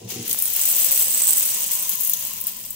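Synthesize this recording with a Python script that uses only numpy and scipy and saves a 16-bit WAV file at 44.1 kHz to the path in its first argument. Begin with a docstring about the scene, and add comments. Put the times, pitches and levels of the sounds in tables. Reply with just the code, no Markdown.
"""Soft bumps come through a counter in a quiet kitchen, then dry lentils slide off a tilted steel
bowl into a metal jar, heard by a two-port microphone. The slide is a dense random train of noise
bursts; landing seeds make sharp ticks. The bare jar rings as decaying modes until it fills, the air
in both vessels rumbles round rising resonances, and the bumps excite the counter's low modes.
Diffuse tails of decaying noise supply the echoes."""
import sys
import numpy as np
from scipy import signal
from scipy.fft import rfft, irfft, next_fast_len
from scipy.io import wavfile
from scipy.ndimage import uniform_filter1d

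SR = 44100
rng = np.random.default_rng(int(sys.argv[2]) if len(sys.argv) > 2 else 0)


def makeup_ratio(level_db):
    """Linear amplitude ratio for a level in decibels (20 dB per factor of ten)."""
    decades = np.asarray(level_db, float) / 20
    return 10 ** decades


def digitize_waveform(pressure):
    """Quantize a signal to 16-bit integers and store it at the path in sys.argv[1].

    Rows of a 2-D input are taken as channels; values are limited to [-1, 1].
    """
    field = np.atleast_2d(pressure).T
    bounded = np.clip(field, -1, 1)
    quanta = np.round(bounded * 32767).astype(np.int16)
    wavfile.write(sys.argv[1], SR, quanta)


N = 121275  # samples


def evened(x):
    """Normalisation: scales a signal to unit rms."""
    return x / np.sqrt(np.mean(x ** 2) + 1e-20)


def curve(table, column):
    """Amplitude envelope: gain over time interpolated from one dB column."""
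    table = np.array(table)
    return makeup_ratio(np.interp(np.arange(N) / SR, table[:, 0], table[:, column]))


def read(points, hz, column=1):
    """Spectral interpolation along a logarithmic frequency axis."""
    points = np.array(points)
    return np.interp(np.log(hz + 1), np.log(points[:, 0] + 1), points[:, column])


def drift(size):
    """Low-pass random modulation, smooth over size x 100 samples."""
    slow = evened(uniform_filter1d(rng.standard_normal(N // 100 + 2), size))
    return np.interp(np.arange(N) / 100, np.arange(len(slow)), slow)


def add(out, s, db, part):
    """Superposition: mixes in a short sound scaled to a peak level."""
    start = round(s * SR)
    out[:, start:start + part.shape[1]] += makeup_ratio(db) * part / abs(part).max()


# Relative colour of the two ports: pitch_hz [Hz], left_db [dB], right_db [dB]
PORT_COLOUR = [(300, -28, -26), (800, -22, -20), (1400, -26, -24), (2000, -19, -23), (2900, -15, -15),
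               (4300, -17, -21), (5500, -13, -16), (6700, -8, -23), (7300, -12, -15), (8000, -22, -6),
               (9300, -20, -8), (10200, -10, -9), (12000, -14, -9), (12700, -6, -9), (13900, -1, -14),
               (15100, 0, -19), (15750, -2, -36)]


def coloured(x, tilt):
    """Minimum-phase filtering: the port colour plus the source's own tilt, causal in each channel."""
    hz = abs(np.fft.fftfreq(2048, 1 / SR))
    level_db = np.array([read(PORT_COLOUR, hz, column=c) + read(tilt, hz) for c in (1, 2)])
    log_gain = np.log(makeup_ratio(level_db))
    # The Hilbert transform of the log gain supplies the minimum phase.
    spectrum = np.exp(np.conj(signal.hilbert(log_gain)))
    taps = np.fft.ifft(spectrum).real[:, :1024]
    return signal.oaconvolve(x, taps, axes=1)[:, :N]


def strikes(per_s, spread_db):
    """Random impulse process: sparse clicks of random sign, sizes spread exponentially in dB."""
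    size = makeup_ratio(spread_db * np.minimum(rng.exponential(1, N), 4))
    return size * rng.choice([-1., 1.], N) * (rng.random(N) < per_s / SR)


ALIKE = 0.47  # weight of the noise shared by both ports of a burst (left-right correlation about 0.22)
RISE_S = 0.00021  # rise time constant: a seed lands with a tiny scatter


def bursts(t60, count):
    """Exponential decay: noise bursts of unit energy per port, each with its own bumpy colour."""
    t = np.arange(1200) / SR
    noise = rng.standard_normal((count, 3, 1200))
    ports = ALIKE * noise[:, :1] + np.sqrt(1 - ALIKE ** 2) * noise[:, 1:]
    decay_s = t60 * rng.uniform(0.7, 1.8, (count, 1, 1))
    ports = ports * makeup_ratio(-60 * t / decay_s) * (1 - np.exp(-t / RISE_S))
    return ports / np.linalg.norm(ports, axis=2, keepdims=True)


def patter(clicks, t60, tilt, count=48):
    """Convolution: each click starts one burst picked at random from a set."""
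    pick = rng.integers(0, count, N)
    size = next_fast_len(N + 1200)
    spectrum = sum(rfft(clicks * (pick == k), size) * rfft(burst, size)
                   for k, burst in enumerate(bursts(t60, count=count)))
    return coloured(irfft(spectrum, size)[:, :N], tilt)


RING_T60 = 0.0096  # s; seeds damp the steel
DETUNE = .007  # largest share of pitch by which a spot rings off


def tone(hz, left_db, right_db, luck):
    """Damped modal vibration: one mode, a little detuned, with its own phase in each port."""
    t = np.arange(2000) / SR
    level = makeup_ratio(np.array([[left_db], [right_db]]) - 60 * t / RING_T60)
    pitch_hz = hz * (1 + DETUNE * (2 * luck[0] - 1))
    return level * np.sin(2 * np.pi * (pitch_hz * t + luck[1:, None]))


def ringing(clicks, modes):
    """Modal superposition: each strike drives each mode by a different amount, at six spots."""
    out = 0
    for mode in modes * 6:
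        drive = (clicks * rng.standard_normal(N))[None]
        out = out + signal.oaconvolve(drive, tone(*mode, rng.random(3)), axes=1)[:, :N]
    return out


ROOM_DB = -53.5  # rms level of the murmur
# Relative spectrum of the murmur: pitch_hz [Hz], level_db [dB per Hz]
MURMUR = [(20, -1.5), (75, -12.5), (109, 5), (135, -11), (199, 3.5), (281, -13), (531, -10.5), (1800, -47)]
# Left-right likeness of the murmur, 1 = identical: pitch_hz [Hz], likeness [ratio]
MURMUR_ALIKE = [(30, 1), (100, 1), (600, 1)]


def room():
    """Stationary filtered noise: the low kitchen murmur of air and appliances."""
    hz = np.fft.rfftfreq(N, 1 / SR)
    a, b = rfft(rng.standard_normal((2, N)))
    same = np.clip(read(MURMUR_ALIKE, hz), -1, 1)
    ports = np.array([a, same * a + np.sqrt(1 - same ** 2) * b])
    return makeup_ratio(ROOM_DB) * evened(irfft(ports * makeup_ratio(read(MURMUR, hz)), N))


BUMP_RISE_S = .03
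KNOCK_S, KNOCK_DB, KNOCK_WIDTH_S = .3465, -20, 0.00007  # one dull click
# Soft bumps as the bowl shifts: start_s [s], level_db [dB], brightness [dB per octave about 200 Hz]
BOWL_BUMPS = [(.005, -45, 8.5), (0.034, -37, -1), (.11, -42, 9.5), (0.149, -34, 6.5), (.18, -31.5, 3.5),
              (0.218, -38, 4.5), (.28, -44, 8.5)]
# Low modes of the counter: pitch_hz [Hz], level_db [dB against the bump], t60_s [s]
COUNTER_MODES = [(116.2, 10.5, 0.18), (176.4, -2, 0.27), (191.2, -3.5, 0.47), (232, 0.5, 0.26),
                 (311, -4.5, 0.18), (353.4, 4.5, 0.098), (402.5, 1, 0.11), (468.2, -10.5, 0.31),
                 (755, -8, 0.078)]


def counter():
    """Modal excitation: bumps swell and die in the counter's low modes; a Gaussian pulse clicks."""
    t, out = np.arange(N) / SR, np.zeros((2, N))
    port = np.array([[0], [1]])
    for (s, db, bright_db), luck in zip(BOWL_BUMPS, rng.random((10, len(COUNTER_MODES), 2))):
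        u = np.clip(t[:SR] - s, 0, None)  # time since the bump
        swell = np.sin(np.pi / 2 * np.minimum(u / BUMP_RISE_S, 1)) ** 2
        for (hz, mode_db, t60), (a, b) in zip(COUNTER_MODES, luck):
            level = makeup_ratio(db + mode_db + bright_db * np.log2(hz / 200) - 60 * u / t60) * swell
            # The ports differ in phase, more so at higher pitch.
            cycles = hz * u + a + port * (b - .5) * hz / 1500
            out[:, :SR] += level * np.sin(2 * np.pi * cycles)
    return out - makeup_ratio(KNOCK_DB) * np.exp(-((t - KNOCK_S) / KNOCK_WIDTH_S) ** 2)


ECHO_DB, ECHO_T60 = -6, 0.073  # dB, s


def echoes(x):
    """Diffuse reverberation from counter and walls, as a short tail of decaying noise."""
    t = np.arange(SR // 4) / SR
    tails = rng.standard_normal((4, 2, len(t))) * makeup_ratio(-60 * t / ECHO_T60) * (t > .003)
    out = 0
    # Four unrelated noise tails crossfade in a fixed rotation, keeping the echo smooth.
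    for k, tail in enumerate(tails):
        turn = ((np.arange(N) / 800 + k) % 4) / 2  # the tail is fed while this is below 1
        feed = x * abs(np.sin(np.pi * np.clip(turn, 0, 1)))
        out = out + signal.oaconvolve(feed, tail / np.linalg.norm(tail[0]), axes=1)[:, :N]
    return makeup_ratio(ECHO_DB) * out


WANDER, SKIRT = .012, 8  # rms share of pitch; breadth of the wider resonance, times width
GUST_DB = 2  # rms unevenness


def resonate(x, hz, width):
    """Heterodyne resonance: a one-pole filter of given width [Hz] that follows the curve hz."""
    turn = np.exp(2j * np.pi * np.cumsum(hz) / SR)
    r = np.exp(-np.pi * width / SR)
    return (turn * signal.lfilter([1 - r], [1, -r], x / turn)).real


def hollow(slide, first_hz, last_hz, width):
    """Cavity resonance: air in a vessel rumbles unevenly round a wandering, rising peak."""
    hz = np.linspace(first_hz, last_hz, N) * (1 + WANDER * drift(size=60))
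    gusts = makeup_ratio(GUST_DB * drift(size=30))
    drive = gusts * patter(slide, 0.014, [(300, 0), (2000, 0)], count=2)
    return evened(resonate(resonate(drive, hz, width), hz, SKIRT * width))


HIT_T60 = .011  # s, before each burst's own scatter
# Loud single seeds: start_s [s], level_db [dB, tick peak], low_ring_db [dB against the tick],
# high_ring_db [dB against the tick]
LOUD_SEEDS = [(0.279, -5, -29, -34), (0.295, -4.5, -14, -21), (0.3114, -13.5, -5, -3),
              (0.329, 2.5, -17, -14), (.3456, -4.5, -21, -20), (0.3882, -3.5, -17, -7), (0.4, -6, -26, -28),
              (0.423, 1.5, -21, -10), (.456, -12.5, -2, 7), (0.5306, -5, -30, -24), (.5402, -11, -26, -20),
              (0.562, 1, -25, -17), (0.6144, -2, -2, -16), (0.655, 1.5, -10.5, -12),
              (1.0258, -4, -3.5, -23), (1.1465, -5.5, 0, -15), (1.1639, -14, 2.5, 1),
              (1.2185, -11.5, 7.5, -3), (1.271, -7, 4, -6), (1.2916, -10, -11, -1),
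              (1.3332, -2, -1.5, -6.5), (1.371, -0.5, -8, -9), (1.4014, -15, -13, 1), (1.4603, -19, -14, 7),
              (1.7435, -3, -31, -25), (1.7517, -2, -28, -27), (1.8932, 2.5, -29, -26),
              (1.9258, -13, -18, -21), (2.0073, -3, -21, -31), (2.0194, -6, -28, -25),
              (2.0347, 1.5, -24, -28), (2.074, -0.5, -18, -21), (2.096, 3, -24, -23),
              (2.1343, 3.5, -23, -25), (2.2073, -22, -24, -28), (2.2512, -5, -20, -24),
              (2.27, -4.5, -24, -20), (2.412, -3, -25, -16), (2.4397, -4.5, -20, -20),
              (2.4688, 0, -36, -30), (2.706, -6, -18, -19)]
# Duller, broader knocks of seeds, alone or beside a loud tick: start_s [s], level_db [dB, peak]
DULL_KNOCKS = [(0.2276, -12), (.3121, -1), (2.1366, -4)]
# Ring modes of the jar, relative levels: pitch_hz [Hz], left_db [dB], right_db [dB]
JAR_MODES = [(7843, -3.5, 6.5), (9420, -1, 5), (8460, -46, 5.5), (14350, -1.5, -31), (14800, 2, -34)]
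# Relative colour of the ticks: pitch_hz [Hz], level_db [dB]
TICK_COLOUR = [(2500, -41), (7000, -9), (11500, -1), (14000, -2)]
# Relative colour of the duller knocks: pitch_hz [Hz], level_db [dB]
KNOCK_COLOUR = [(1800, -31), (3500, 15), (9000, 5.5)]


def hits():
    """Impact excitation: loud seeds give a bright tick and two jar rings; a few knocks are duller."""
    out, shapes = np.zeros((2, N + 2000)), bursts(HIT_T60, count=70)
    for (s, db, low_db, high_db), shape, luck in zip(LOUD_SEEDS, shapes, rng.random((70, 2, 3))):
        add(out, s, db, coloured(shape, TICK_COLOUR))
        add(out, s, db + low_db, tone(*JAR_MODES[0], luck[0]))
        add(out, s, db + high_db, tone(*JAR_MODES[1], luck[1]))
    for (s, db), shape in zip(DULL_KNOCKS, shapes[::-1]):
        add(out, s, db, coloured(shape, KNOCK_COLOUR))
    return out[:, :N]


# Strikes per second, spread in dB, and t60 in s before each burst's own scatter
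HISS_PER_S, HISS_SPREAD_DB, HISS_T60 = 6000, 2.5, 0.007
TICKS_PER_S, TICK_SPREAD_DB, TICK_T60 = 500, 3, .011
RINGS_PER_S, RING_SPREAD_DB = 330, -2
CLUMP_DB = 1  # rms bunching
# Levels of the pour: start_s [s], hiss_db [dB], ticks_db [dB], jar_ring_db [dB]
POUR_LEVELS = [(.07, -48.5, -53, -77), (.105, -34.5, -29.5, -64), (.2, -37.5, -43.5, -62),
               (.3, -33.5, -25.5, -54), (.45, -36, -22.5, -38.5), (.62, -30, -18.5, -28.5),
               (.74, -30.5, -15.5, -23.5), (.9, -29.5, -14.5, -26), (1.1, -32, -21, -24.5),
               (1.35, -31, -16.5, -22), (1.55, -32.5, -22, -28), (1.8, -34, -24, -29.5),
               (2.05, -36, -21.5, -43.5), (2.25, -35.5, -26.5, -37), (2.38, -39, -29, -44),
               (2.75, -44.5, -34.5, -43)]
# Relative colour of the sliding hiss: pitch_hz [Hz], level_db [dB]
HISS_COLOUR = [(1000, 4), (4000, 9), (7000, 6.5), (16000, -22.5)]
# Ring modes of the bowl, relative levels: pitch_hz [Hz], left_db [dB], right_db [dB]
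BOWL_MODES = [(6160, -1.5, -11), (6663, 2.5, -24), (10050, -1.5, -0.5)]
# The emptying bowl rings more freely until the sliding thins: start_s [s], level_db [dB against hiss]
BOWL_RING_LEVELS = [(0, -8), (2.2, 1), (2.36, -10)]
# Air resonances of jar and bowl, rising as the jar fills and the bowl tips:
# first_pitch_hz [Hz], last_pitch_hz [Hz], width_hz [Hz]
AIR_PEAKS = [(505, 555, 40), (960, 1010, 30)]
# Levels of the hollows: start_s [s], jar_db [dB], bowl_db [dB]
AIR_LEVELS = [(0, -47.5, -64), (.55, -57.5, -62), (.7, -50, -52), (.93, -45.5, -62), (1.2, -52, -55.5),
              (1.9, -54, -50), (2.45, -62.5, -54), (2.75, -74, -65)]


def pour():
    """Granular flow: bunched random impacts drive hiss, bowl ring, ticks, jar ring and both hollows."""
    bunch = makeup_ratio(CLUMP_DB * drift(size=12))  # seeds leave the lip in bunches
    slide = bunch * strikes(HISS_PER_S, HISS_SPREAD_DB)
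    land = bunch * strikes(TICKS_PER_S, TICK_SPREAD_DB)
    jar_strikes = bunch * strikes(RINGS_PER_S, RING_SPREAD_DB)
    bowl = curve(BOWL_RING_LEVELS, column=1) * evened(ringing(slide, BOWL_MODES))
    hiss = evened(patter(slide, HISS_T60, HISS_COLOUR))
    ticks = evened(patter(land, TICK_T60, TICK_COLOUR))
    jar = evened(ringing(jar_strikes, JAR_MODES))
    air = sum(curve(AIR_LEVELS, column=1 + k) * hollow(slide, *peak)
              for k, peak in enumerate(AIR_PEAKS))
    sliding = curve(POUR_LEVELS, column=1) * (hiss + bowl)
    landing = curve(POUR_LEVELS, column=2) * ticks + curve(POUR_LEVELS, column=3) * jar
    return sliding + landing + air


LEFT_LAG_S = .0001  # the jar stands nearer the right port


def scene():
    """Superposition of all sources, with an arrival-time difference between the ports."""
    near = pour() + hits()
    near = np.array([np.roll(near[0], round(LEFT_LAG_S * SR)), near[1]])
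    return near + echoes(near) + counter() + room()


def band_limit(x):
    """A steep low-pass at the top of the band."""
    return signal.sosfilt(signal.butter(12, 16970, fs=SR, output="sos"), x)


EDGE_HZ = 15790


def record(dry):
    """Band limitation: a steep linear-phase low-pass filter removes the extreme treble."""
    edge = signal.firwin(1201, EDGE_HZ, window=("kaiser", 9), fs=SR)
    mix = signal.oaconvolve(dry, edge[None], "same")
    return band_limit(mix)


dry = scene()
out = record(dry)
digitize_waveform(out)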